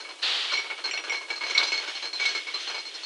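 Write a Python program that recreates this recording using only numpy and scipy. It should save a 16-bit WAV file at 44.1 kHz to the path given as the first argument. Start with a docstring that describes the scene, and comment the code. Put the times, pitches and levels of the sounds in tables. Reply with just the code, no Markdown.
"""Glass bottles clink and jostle along a conveyor in a bottling hall. Each knock rings a few bottles
of slightly different pitch and rattles the steel guides; hard taps add a bright ping. A valve lets
off air near the start, and later a thinner hiss comes and goes over the steady din of the line."""
import sys
import numpy as np
from scipy import signal
from scipy.fft import rfft, irfft
from scipy.io import wavfile

SR = 44100
rng = np.random.default_rng(int(sys.argv[2]) if len(sys.argv) > 2 else 0)


def log_audio(samples):
    """Write samples as a 16-bit WAV file to the path given in sys.argv[1]."""
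    # one column per channel
    frames = np.atleast_2d(samples).T
    # limit to full scale, then quantise
    limited = np.clip(frames, -1, 1)
    pcm = np.round(limited * 32767).astype(np.int16)
    wavfile.write(sys.argv[1], SR, pcm)


N = 134505
T = np.arange(N) / SR


def from_db(db):
    """Turn decibels into a number to multiply a sound by."""
    return 10 ** (np.asarray(db) / 20)


def unit_level(x):
    """Scale a sound so that its average level (rms) is 1."""
    return x / np.sqrt(np.mean(x ** 2) + 1e-20)


def shape_tone(x, spectrum):
    """Make some pitches stronger than others, then set the overall level to 1."""
    pitch_hz, level_db = np.transpose(spectrum)
    bins_hz = np.maximum(np.fft.rfftfreq(N, 1 / SR), 1)
    gain = from_db(np.interp(np.log(bins_hz), np.log(pitch_hz), level_db))
    return unit_level(irfft(rfft(x) * gain, N))


def resonance(x, pitch_hz, width_hz):
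    """Keep the sound near one pitch; a narrower band rings longer."""
    r = np.exp(-np.pi * width_hz / SR)
    feedback = [1, -2 * r * np.cos(2 * np.pi * pitch_hz / SR), r * r]
    return signal.lfilter(np.array([1, 0, -1]) * (1 - r * r) / 2, feedback, x)


def strike(rise_s, fade_s, hold_s=0):
    """Loudness of one blow: it rises quickly, holds, then falls 60 dB in fade_s."""
    t = T[:SR // 2]
    return (1 - np.exp(-t / rise_s)) * from_db(-60 * np.maximum(t - hold_s, 0) / fade_s)


def add(out, start_s, sound):
    """Mix a sound in at the given time."""
    i = min(max(int(start_s * SR), 0), N)
    out[i:i + len(sound)] += sound[:N - i]


# Tone of the din, low to high. Columns: pitch_hz, relative_db
DIN_SPECTRUM = [(300, 1.5), (2500, -12.5), (4200, -8), (9700, -15), (12000, -29.5)]

def din(level_db=-50.5):
    """The running line fills the hall with a steady noise."""
    return from_db(level_db) * shape_tone(rng.standard_normal(N), DIN_SPECTRUM)


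# Loudness of the hiss over time. Columns: time_s, level_db
HISS_LEVELS = [(1.38, -51), (1.5, -38), (2.04, -39), (2.11, -51), (2.24, -31.5), (2.45, -42), (2.65, -36.5),
               (2.85, -47), (2.98, -41.5)]
# Tone of the hiss. Columns: pitch_hz, relative_db
HISS_SPECTRUM = [(1000, -17), (3300, -0.5), (6000, -14.5), (11000, -45)]

def thin_hiss():
    """A thin hiss swells and fades several times."""
    loudness = from_db(np.interp(T, *np.transpose(HISS_LEVELS)))
    return loudness * shape_tone(rng.standard_normal(N), HISS_SPECTRUM)


def hall_echo(sound, level_db=-11):
    """The hall's many reflections blur into one short tail."""
    tail = strike(rise_s=.004, fade_s=.3)
    tail = tail * rng.standard_normal(len(tail))
    return from_db(level_db) * signal.fftconvolve(sound, tail / np.linalg.norm(tail))[:N]


# Tone of the jet of air. Columns: pitch_hz, relative_db
JET_SPECTRUM = [(300, -13), (2400, -2), (3100, 3.5), (4600, 1), (5200, -10), (9800, -29.5), (12000, -49)]

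def air_release(start_s=.213, rise_s=.017, fade_s=.35):
    """A valve opens; as the pressure falls, the jet weakens and its hissing peak sinks in pitch."""
    first_hz, sink_hz_per_s, width_hz = 4030, 2900, 680
    age_s = np.maximum(T - start_s, 0)
    flow = np.minimum(age_s / rise_s, 1) ** 2 * np.exp(-(age_s / fade_s) ** 2)
    peak_hz = first_hz - sink_hz_per_s * np.minimum(age_s, fade_s)
    smoothing = signal.butter(2, width_hz / 2, fs=SR, output="sos")
    swirl = unit_level(signal.sosfilt(smoothing, rng.standard_normal(N)))
    # Slow noise times a tone gives a band of hiss around that tone.
    peak = unit_level(swirl * np.sin(2 * np.pi * np.cumsum(peak_hz) / SR))
    jet = shape_tone(rng.standard_normal(N), JET_SPECTRUM)
    return flow * (from_db(-26.5) * jet + from_db(-30.5) * flow * peak)


CONTACT_S = .0003  # rise time of a hard contact
# Notes of the steel guides. Columns: pitch_hz, width_hz, boost_db
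GUIDE_NOTES = [(475.7, 11, 0), (1474, 6.6, 5), (1647, 20, 6.5)]
# Tone of their rattle. Columns: pitch_hz, relative_db
RATTLE_SPECTRUM = [(300, 4), (650, 2.5), (1200, 5.5), (1900, 1.5), (3000, 6.5), (5400, -12), (9700, -25.5),
                   (12000, -59)]

def guide_rattle(knocks, contacts_per_s=2500):
    """Each knock shakes the steel guides: a crack, a dying shower of tiny contacts and a hollow note."""
    force, hollow = np.zeros(N), np.zeros(N)
    blow = strike(rise_s=.0018, fade_s=.16, hold_s=.025)
    crack = strike(CONTACT_S, fade_s=.01)
    for start_s, rattle_db, _, upper_db in knocks:
        shake = from_db(rattle_db - 11.5) * blow
        add(force, start_s, shake)
        add(force, start_s, from_db(upper_db - 5) * crack)
        hollow_hz = 1192 * 2 ** rng.uniform(-.43, .43)  # every spot on the guides has its own note
        note = resonance(rng.standard_normal(len(blow)), hollow_hz, width_hz=120)
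        add(hollow, start_s, shake * unit_level(note))
    sizes = from_db(3 * np.minimum(rng.exponential(1, N), 4))  # mostly small, a few up to 12 dB louder
    contacts = sizes * rng.choice([-1, 1], N) * (rng.random(N) < contacts_per_s / SR)
    ringing = sum(from_db(db) * resonance(contacts, hz, width) for hz, width, db in GUIDE_NOTES)
    return force * shape_tone(contacts + ringing, RATTLE_SPECTRUM) + from_db(-6.5) * hollow


def bottle_pair(notes, pitch_spread, rise_s, fade_s, spread_db=3.5):
    """Two bottles ring with the same notes, each a little different in pitch and strength."""
    t = T[:SR // 4]
    pitch_hz, level_db = np.transpose(notes + notes)[:, :, None]
    pitch_hz = pitch_hz * (1 + pitch_spread * np.clip(rng.standard_normal(pitch_hz.shape), -2, 2))
    gain = from_db(level_db + spread_db * rng.standard_normal(pitch_hz.shape))
    ring = (gain * np.sin(2 * np.pi * pitch_hz * t)).sum(0)
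    return ring * strike(rise_s, fade_s)[:len(t)]


# Hard taps of glass on glass. Columns: start_s, ping_db, ping_hz, click_relative_db, click_hz
HARD_TAPS = [(0.517, -59, 5400, -40, 1160), (0.528, -39.5, 5650, -47, 1210),
             (0.572, -38.5, 5620, -45, 2940), (0.9109, -33.5, 5600, -38.5, 2560),
             (0.9745, -45, 5700, -39, 2680), (1.0972, -36.5, 5600, -45, 2660),
             (1.545, -39.5, 5640, -45, 2700), (1.578, -35, 5580, -26, 3970), (1.633, -35, 4900, -33, 4030),
             (1.7196, -52, 6660, -41, 2750), (2.2545, -39.5, 6240, -35.5, 3780)]

def hard_taps(click_width_hz=800, click_boost_db=12):
    """A hard tap makes a short hollow click and a high ping from both bottles."""
    out = np.zeros(N)
    force = strike(CONTACT_S, fade_s=.082)
    for start_s, ping_db, ping_hz, click_db, click_hz in HARD_TAPS:
        click = rng.standard_normal(len(force))
        for _ in range(2):
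            click = resonance(click, click_hz, click_width_hz)
        add(out, start_s, from_db(click_db + click_boost_db) * force * unit_level(click))
        notes = [(ping_hz, ping_db), (ping_hz * 1.315, ping_db - 13.5)]  # the ping and a softer overtone
        add(out, start_s, bottle_pair(notes, pitch_spread=.009, rise_s=CONTACT_S, fade_s=.18))
    return out


# A bottle's lowest note and its upper notes. Columns: pitch_hz, relative_db
LOW_NOTE = (2235, -5.5)
UPPER_NOTES = [(4180, -3), (4300, -5.5), (5000, -13.5), (5490, -18), (5870, -20), (6370, -18), (7560, -25),
               (9500, -36)]
# Knocks between bottles (the faint one at 0.189 s is a small click from the valve), and how strongly each stirs
# the guides, the low note and the upper notes. Columns: start_s, rattle_db, low_db, upper_db (all relative
# levels)
KNOCKS = [(0.001, -32.5, -36.5, -33), (0.047, -35, -34, -44), (0.088, -31, -34, -40.5),
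          (0.189, -40, -54, -45), (0.494, -45, -24, -35), (0.518, -23, -36, -26), (0.536, -62, -16, -29),
          (0.575, -30, -18, -31), (0.639, -31, -28, -50), (0.699, -27.5, -22.5, -43),
          (0.777, -29, -35.5, -39.5), (0.839, -26, -29, -26), (0.873, -30, -29, -37),
          (0.933, -27.5, -21.5, -29), (0.974, -31, -23, -45), (1.038, -27, -38, -32),
          (1.071, -29, -46, -56), (1.095, -38, -15.5, -46), (1.12, -25, -18, -30), (1.148, -35, -20, -30.5),
          (1.208, -33, -26.5, -38), (1.283, -31.5, -39, -37.5), (1.301, -28, -20, -27.5),
          (1.356, -34.5, -46, -32), (1.408, -25, -22, -33.5), (1.435, -35, -20.5, -30),
          (1.466, -30, -24.5, -26.5), (1.497, -26, -17.5, -25), (1.549, -27, -12.5, -28.5),
          (1.574, -23, -16, -24), (1.595, -25.5, -17, -33), (1.627, -25, -17.5, -24),
          (1.669, -32, -19.5, -22.5), (1.719, -24, -17.5, -20), (1.773, -30, -27, -28.5),
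          (1.821, -29, -32, -35), (1.876, -27.5, -26, -29), (1.949, -32, -31.5, -31),
          (2.024, -29, -32, -30), (2.053, -36.5, -27.5, -29.5), (2.129, -32.5, -33.5, -26),
          (2.197, -26.5, -14, -25.5), (2.252, -25.5, -13, -23), (2.287, -36, -37, -26),
          (2.349, -25, -16, -24.5), (2.468, -30.5, -21.5, -36), (2.539, -29, -34, -28.5),
          (2.599, -40, -42, -29.5), (2.674, -29, -41, -28.5), (2.696, -29.5, -33, -31.5),
          (2.742, -29, -26, -28.5), (2.781, -38.5, -31, -30), (2.852, -41, -33, -32),
          (2.941, -37.5, -57, -31.5), (3.033, -36, -42, -30.5)]

def bottle_clinks(pairs=3, average_gap_s=.013, loss_db=5.5):
    """Each knock rings a pair of bottles, then passes on more weakly to their neighbours."""
    out = np.zeros(N)
    for start_s, _, low_db, upper_db in KNOCKS:
        for pair in range(pairs):
            for notes, level_db in (([LOW_NOTE], low_db), (UPPER_NOTES, upper_db)):
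                ring = bottle_pair(notes, pitch_spread=.013, rise_s=.005, fade_s=.12)
                add(out, start_s, from_db(level_db - loss_db * pair) * ring)
            start_s += average_gap_s * rng.uniform(.5, 1.5)
    return out


def scene():
    """Bottles and guides echo in the hall; the air, hiss and din join them in one channel."""
    conveyor = bottle_clinks() + hard_taps() + guide_rattle(KNOCKS)
    return (conveyor + hall_echo(conveyor) + air_release() + thin_hiss() + din())[None]


def record(dry, low_cut_hz=310, high_cut_hz=11967):
    """The recorder cuts away the highest treble and all but a trace of the bass."""
    bass_cut = signal.butter(10, low_cut_hz, "high", fs=SR, output="sos")
    treble_cut = signal.cheby2(12, 50, high_cut_hz, fs=SR, output="sos")
    thin = signal.sosfilt(bass_cut, dry) + from_db(-35) * dry
    return signal.sosfilt(treble_cut, thin)


dry = scene()
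out = record(dry)
log_audio(out)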